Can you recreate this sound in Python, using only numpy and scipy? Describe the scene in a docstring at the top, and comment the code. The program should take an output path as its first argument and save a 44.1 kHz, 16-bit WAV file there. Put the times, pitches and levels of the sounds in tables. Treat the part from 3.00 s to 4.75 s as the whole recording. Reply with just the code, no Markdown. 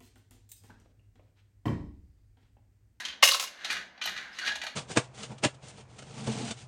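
"""First, marbles knock and roll in a plastic tube, with brief squeaks.
Then one drops into a tin can below, at the foot of carpeted stairs: it thumps the base
and rattles round the wall. After that, the knocking and rolling in the tube start again.
All along, the narrow hallway adds a short bright echo over a faint hum."""
import sys
import numpy as np
from scipy import signal
from scipy.fft import rfft, irfft
from scipy.io import wavfile

SR = 44100
rng = np.random.default_rng(int(sys.argv[2]) if len(sys.argv) > 2 else 0)


def unload_audio(sound):
    """Save the sound as a 16-bit wav file, at the path given as the first command line argument."""
    columns = np.transpose(np.atleast_2d(sound))
    # keep every value between -1 and 1, then stretch to whole-number steps
    steps = np.round(np.clip(columns, -1, 1) * 32767)
    wavfile.write(sys.argv[1], SR, steps.astype(np.int16))


N = 77175
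T = np.arange(N) / SR
EVENT_SAMPLES = 16384


def gain(db):
    """Turn decibels into a number to multiply by."""
    return 10 ** (np.asarray(db) / 20)


def normalise(x):
    """Scale a sound to an average strength (rms) of 1."""
    return x / np.sqrt(np.mean(x ** 2) + 1e-18)


def colour(x, spectrum, treble_db=0):
    """Shape a sound by (pitch_hz, level_db) points, normalise it, then turn its treble up or down."""
    hz = np.arange(len(x) // 2 + 1) * SR / len(x) + 1e-3
    pitch_hz, level_db = np.array(spectrum, float).T
    curve_db = np.interp(np.log(hz), np.log(pitch_hz), level_db)
    shaped = normalise(irfft(rfft(x) * gain(curve_db), len(x)))
    treble_share = 1 / (1 + (7500 / hz) ** 6)  # treble starts near 7500 Hz
    return irfft(rfft(shaped) * gain(treble_db * treble_share), len(x))


def noise(spectrum, treble_db=0, size=EVENT_SAMPLES):
    """Random hiss shaped by a spectrum."""
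    return colour(rng.standard_normal(size), spectrum, treble_db)


def fade(fade_s, size=EVENT_SAMPLES):
    """Die away by 60 dB in fade_s seconds."""
    return np.exp(-np.log(1000) * T[:size] / fade_s)


def swell(length_s):
    """Rise and fall once, as half a sine wave."""
    return np.sin(np.pi * np.clip(T[:EVENT_SAMPLES] / length_s, 0, 1))


def ring(tones, spread_db=2.5, detune=0.0026):
    """The fading tones of a struck object; each spot that is hit sounds a little different."""
    out = np.zeros(EVENT_SAMPLES)
    for k, (hz, db, fade_s) in enumerate(tones):
        level_shift, pitch_shift = rng.standard_normal(2)
        tone = np.sin(2 * np.pi * hz * (1 + detune * pitch_shift) * T[:EVENT_SAMPLES])
        direction = (-1) ** k  # neighbouring tones swing opposite ways
        out += direction * gain(db + spread_db * level_shift) * fade(fade_s) * tone
    return out


def add(out, start_s, sound):
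    """Mix a sound in at its start time."""
    i = int(np.clip(start_s * SR, 0, N - 1))
    out[i:i + len(sound)] += sound[:N - i]


# Hiss of the indoor air: pitch_hz, level_db
AIR_SPECTRUM = [(25, -18.5), (65, -13.5), (110, -24), (210, 9.5), (350, -2.5), (800, 7.5), (2000, -4),
                (5500, -12), (8000, -36), (17000, -38)]
# Dull thud of a bump: pitch_hz, level_db
BUMP_SPECTRUM = [(60, -22), (120, -23), (160, 7), (230, -3), (300, -26.5), (420, -3.5), (600, -35),
                 (2000, -58)]
# Soft bumps: start_s, length_s, rumble_db, thud_db
BUMPS = [(.05, 0.1, -66, -87), (.69, 0.15, -66, -59), (1.06, 0.09, -63, -55.5), (1.13, 0.12, -67.5, -63),
         (1.46, .26, -61.5, -72)]

def house(hum_hz=66):
    """Still indoor air, a low wavering hum and soft bumps of handling."""
    hum = [(hum_hz / 2, -60), (hum_hz * 0.93, -12), (hum_hz, 0), (hum_hz * 1.3, -12), (hum_hz * 2, -70)]
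    out = gain(-61.5) * noise(AIR_SPECTRUM, size=N) + gain(-79.5) * noise(hum, size=N)
    for start_s, length_s, rumble_db, thud_db in BUMPS:
        bump = gain(rumble_db) * noise(hum) + gain(thud_db) * noise(BUMP_SPECTRUM)
        add(out, start_s, swell(length_s) * bump)
    return out


# How long the echo lasts, from bass to treble: pitch_hz, fade_s
ECHO_FADES = [(200, 0.9), (550, 0.58), (1000, 0.32), (2500, 0.36), (6200, 0.34), (7500, 0.3), (11500, 0.27),
              (15000, 0.21)]

def hallway_echo(sound, build_s=0.0017, size=32768):
    """Close walls throw back a blur of echoes; the treble dies first."""
    pitch_hz, fades_s = np.array(ECHO_FADES).T
    hiss_spectrum = rfft(rng.standard_normal(size))
    log_hz = np.log(np.arange(len(hiss_spectrum)) * SR / size + 1)
    tail = np.zeros(size)
    for band, fade_s in zip(np.eye(len(pitch_hz)), fades_s):
        band_share = np.interp(log_hz, np.log(pitch_hz), band)
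        tail += irfft(hiss_spectrum * band_share) * fade(fade_s, size)
    tail *= 1 - np.exp(-T[:size] / build_s)
    return signal.fftconvolve(sound, tail / np.sqrt(np.sum(tail ** 2)))[:N]


# Squeaks of rubbed plastic: start_s, length_s, start_hz, end_hz, level_db
SQUEAKS = [(0, 0.015, 1990, 1956, -35.5), (.046, 0.022, 3195, 3160, -32.5), (0.059, 0.071, 3173, 3157, -43),
           (0.643, 0.0184, 4010, 3770, -33.5), (0.754, 0.077, 1850, 1942, -46),
           (1.011, 0.027, 3264, 2810, -32.5), (1.021, 0.043, 4080, 4090, -45),
           (1.013, 0.042, 6050, 5740, -47), (1.043, 0.036, 3010, 3045, -34.5),
           (1.051, .009, 4180, 4120, -32), (1.056, 0.0096, 13200, 12470, -37),
           (1.327, 0.016, 5040, 4930, -50), (1.412, 0.038, 1691, 1393, -35.5),
           (1.41, 0.032, 4250, 4480, -41), (1.446, 0.072, 1622, 1691, -31.5),
           (1.503, .035, 1669, 1664, -32.5)]

def tube_squeaks(wobble_hz=300, wobble_depth=0.023):
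    """Plastic sticks and slips, making short, unsteady, sliding tones."""
    out = np.zeros(N)
    for start_s, length_s, start_hz, end_hz, db in SQUEAKS:
        wobble = noise([(wobble_hz, 0), (wobble_hz * 2, -20), (wobble_hz * 10, -70)])
        slide_hz = np.interp(T[:EVENT_SAMPLES], [0, length_s], [start_hz, end_hz])
        hz = slide_hz * (1 + wobble_depth * wobble)
        add(out, start_s, gain(db) * swell(length_s) * np.sin(2 * np.pi * np.cumsum(hz) / SR))
    return out


# Tones of the tube's wall and air, shared with the knocks: pitch_hz, level_db, fade_s
TUBE_TONES = [(1258, -5, 0.12), (1492, -7.5, 0.083), (1632, -7, 0.06), (1757, -4, 0.033), (1870, 3, 0.041),
              (1977, 6, 0.073), (2417, 4.5, .1), (2865, -8, 0.16), (3430, -39.5, 0.091)]
# Click of glass on plastic, shared with the knocks: pitch_hz, level_db
CLICK_SPECTRUM = [(60, -50), (200, -15.5), (400, -15.5), (800, -16.5), (1050, -7), (1700, -2.5),
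                  (3000, 0.5), (4200, 2), (5300, -8.5), (6300, -5.5), (7800, -17.5), (12500, -28),
                  (17000, -37)]
# Hollow drone of the tube: pitch_hz, level_db
DRONE_SPECTRUM = [(150, -23.5), (450, -20), (800, -12), (1150, -19), (1450, -1), (1700, 1), (2000, -5),
                  (2400, -13), (4000, -32.5), (9000, -71.5)]
# How the rolling grows and fades: time_s, drone_db, rattle_db
ROLL_LEVELS = [(0, -43.5, -38), (0.041, -48.5, -43.5), (.06, -50, -34.5), (.15, -58.5, -83),
               (.22, -62, -65), (.58, -55, -53.5), (0.629, -44.5, -47.5), (.69, -44, -38),
               (.73, -38, -34.5), (.815, -44.5, -47), (.87, -60, -82), (1.0, -57, -68), (1.07, -41.5, -41),
               (1.14, -47, -47), (1.209, -41.5, -46), (1.309, -49, -57), (1.37, -52, -42.5),
               (1.439, -38.5, -40.5), (1.478, -43, -25), (1.51, -43, -40.5), (1.56, -53, -54),
               (1.6, -70, -73), (1.636, -34.5, -41), (1.688, -60, -80), (1.75, -48, -91)]

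def tube_rolling(taps_per_s=2700, spread_db=1, ring_share=0.45):
    """A rolling marble makes many tiny taps that rattle the tube and keep it droning."""
    time_s, drone_db, rattle_db = np.array(ROLL_LEVELS).T
    taps = (rng.random(N) < taps_per_s / SR) * rng.choice([-1, 1], N)
    taps = taps * gain(spread_db * np.minimum(rng.exponential(size=N), 4))
    ringing = normalise(signal.fftconvolve(taps, ring(TUBE_TONES))[:N])
    drone = normalise(colour(taps, DRONE_SPECTRUM) + ring_share * ringing)
    drone *= gain(np.interp(T, time_s, drone_db) - 4)
    rattle = colour(taps, CLICK_SPECTRUM) * gain(np.interp(T, time_s, rattle_db) - 6)
    return drone + rattle


# Low "tock" of the air inside the tube: pitch_hz, level_db, fade_s
TOCK_TONES = [(640.6, -2, 0.051), (767, -3.5, 0.072), (835, -3, 0.075), (925, -4, 0.053)]
# Marbles hitting the tube: start_s, level_db, hollow_db, tock_db, treble_db
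TUBE_KNOCKS = [(.001, -11, -9, 3, 14.5), (0.0502, -1.5, -24, -29, 3), (.064, -10, -34, -14, -8),
               (.082, -7, -20, -14, -1), (0.1, -11.5, -11, -17, -26), (.124, -14, -2, -6, -26),
               (.6455, 1, -31, 2.5, 2.5), (.7005, -1.5, 8, 2, 4.5), (.7065, 0, -24, -18, 7),
               (.724, -2.5, -28, -7, 10.5), (0.766, -8, 7.5, -11, -0.5), (.9765, -21.5, -3, 11.5, -24.5),
               (1.014, -3, -0.5, -3, -7), (1.0207, -5.5, 3.5, -6, -1), (1.0372, -3.5, -8, -17, 3.5),
               (1.0551, -2.5, -22, 7.5, 10), (1.073, -2, 7.5, -5, -3), (1.092, -8, -13, 6, 8),
               (1.1632, -11.5, 9.5, -5, 0), (1.175, -5, 0, -15, -8), (1.386, -3.5, 5, -18, 3),
               (1.475, 2, -4, 0.5, -32), (1.485, 0, -24, 1.5, -39), (1.518, -6.5, -11, 4.5, -5),
               (1.554, -2.5, -1, 5, 4), (1.615, -4, 2.5, 0.5, -1), (1.636, -8.5, -5, 11.5, 9),
               (1.6657, -3.5, 3.5, 7.5, 0)]

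def tube_knocks(contact_s=0.0019):
    """Glass clicks softly on the plastic tube, which answers with a hollow tone and a low tock."""
    out = np.zeros(N)
    soft_start = np.minimum(T[:EVENT_SAMPLES] / contact_s, 1)
    for start_s, db, hollow_db, tock_db, treble_db in TUBE_KNOCKS:
        click = gain(-29) * noise(CLICK_SPECTRUM, treble_db) * fade(fade_s=0.076)
        hollow = gain(hollow_db - 39.5) * ring(TUBE_TONES)
        tock = gain(tock_db - 45) * ring(TOCK_TONES)
        add(out, start_s, gain(db) * (click + hollow + tock) * soft_start)
    return out


# Tones of the can's hollow, base and wall: pitch_hz, level_db, fade_s
HOLLOW_TONES = [(507, -8, 0.021), (570, -1.5, 0.028), (658, -2, 0.021), (788, -3.5, 0.028)]
BASE_TONES = [(975, -2.5, 0.016), (1068, 2, 0.034), (1134, 0, 0.03), (1290, -1.5, 0.023)]
WALL_TONES = [(2127, 7.5, 0.051), (2578, 0.5, 0.11), (2826, -3.5, 0.33), (2763, -12, 0.36),
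              (2803, 11.5, 0.053), (2910, 5, .14), (2924, 6, 0.047), (3904, -7.5, 0.35), (3900, -4, 0.27),
              (4520, -14, 0.33), (4650, -26, 0.1), (5200, -5, 0.26), (6180, -4.5, 0.37),
              (6430, -12.5, 0.43)]
# Crash of the thin metal, thud of the floor and zing of a skid: pitch_hz, level_db
CRASH_SPECTRUM = [(200, -47.5), (380, -10), (550, -11), (1500, -3), (2300, 1), (3500, 2.5), (6500, 0.5),
                  (8200, -8), (11500, -10), (17000, -23.5)]
FLOOR_SPECTRUM = [(25, -3.5), (50, 0), (120, -2), (250, 4), (450, 1.5), (900, -16), (3000, -62)]
SKID_SPECTRUM = [(1500, -35), (3000, -11), (3700, -1), (4500, 1.5), (5400, -11), (12000, -30.5)]
# The marble hitting the can: start_s, level_db, hollow_db, base_db, wall_db, treble_db
CAN_HITS = [(0.2269, -0.5, 8.5, 9.5, 0.5, -3.5), (.2312, -1.5, -12, -10, 7, -2),
            (.2375, 0.5, -15, -29, -3, 3), (.252, -8, -2.5, -12, -15.5, 11.5), (0.275, -6, -28, -5, 1, 4.5),
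            (.287, -7, -6, -8, 1, 6.5), (0.319, -11, -27, 6.5, -7, 5), (0.3452, -9.5, -6, 3, -9, 0.5),
            (0.368, -22, -17, 4, -25, 6), (0.3971, -9.5, -7, -3.5, -17, -1), (.409, -24, -4, 1, -15, 13),
            (0.4242, -17, 0, -0.5, -12, 5), (0.438, -16.5, -7, -2, -12, 2),
            (0.4736, -24, -8, -19, -2.5, -9)]
# The marble skidding round the wall: start_s, length_s, level_db
CAN_SKIDS = [(0.223, 0.016, -25.5), (0.306, 0.022, -22.5), (.329, 0.018, -25)]

def tin_can(lowest_hz=452):
    """Each hit shakes the can's metal and air, and thuds faintly through the carpet; skids add a zing."""
    tin, floor = np.zeros(N), np.zeros(N)
    for start_s, db, hollow_db, base_db, wall_db, treble_db in CAN_HITS:
        crash = gain(-16) * noise(CRASH_SPECTRUM, treble_db) * fade(fade_s=0.094)
        boom = gain(hollow_db - 19) * ring(HOLLOW_TONES)
        knock = gain(base_db - 21) * ring(BASE_TONES)
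        clang = gain(wall_db - 29.5) * ring(WALL_TONES)
        add(tin, start_s, gain(db) * (crash + boom + knock + clang))
        add(floor, start_s, gain(db - 55) * noise(FLOOR_SPECTRUM) * fade(fade_s=0.2))
    for start_s, length_s, db in CAN_SKIDS:
        add(tin, start_s, gain(db) * noise(SKID_SPECTRUM) * swell(length_s))
    # The can is too small to give off bass.
    bass_cut = signal.butter(8, lowest_hz, "high", fs=SR, output="sos")
    return floor + signal.sosfilt(bass_cut, tin)


def scene():
    """The can and the tube sound in the hallway; the plastic muffles the tube's highest treble."""
    can = tin_can()
    muffle = signal.butter(3, 13500, fs=SR, output="sos")
    tube = signal.sosfilt(muffle, tube_knocks() + tube_rolling() + tube_squeaks())
    echo = hallway_echo(gain(-9.5) * can + gain(-5.5) * tube)
    return (can + tube + echo + house())[None]


def record(dry):
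    """Flatten the tallest peaks and cut the very highest treble."""
    ceiling, top_hz = 0.68, 17500
    treble_cut = signal.ellip(10, 0.2, 80, top_hz, fs=SR, output="sos")
    return signal.sosfilt(treble_cut, np.clip(dry, -ceiling, ceiling))


dry = scene()
out = record(dry)
unload_audio(out)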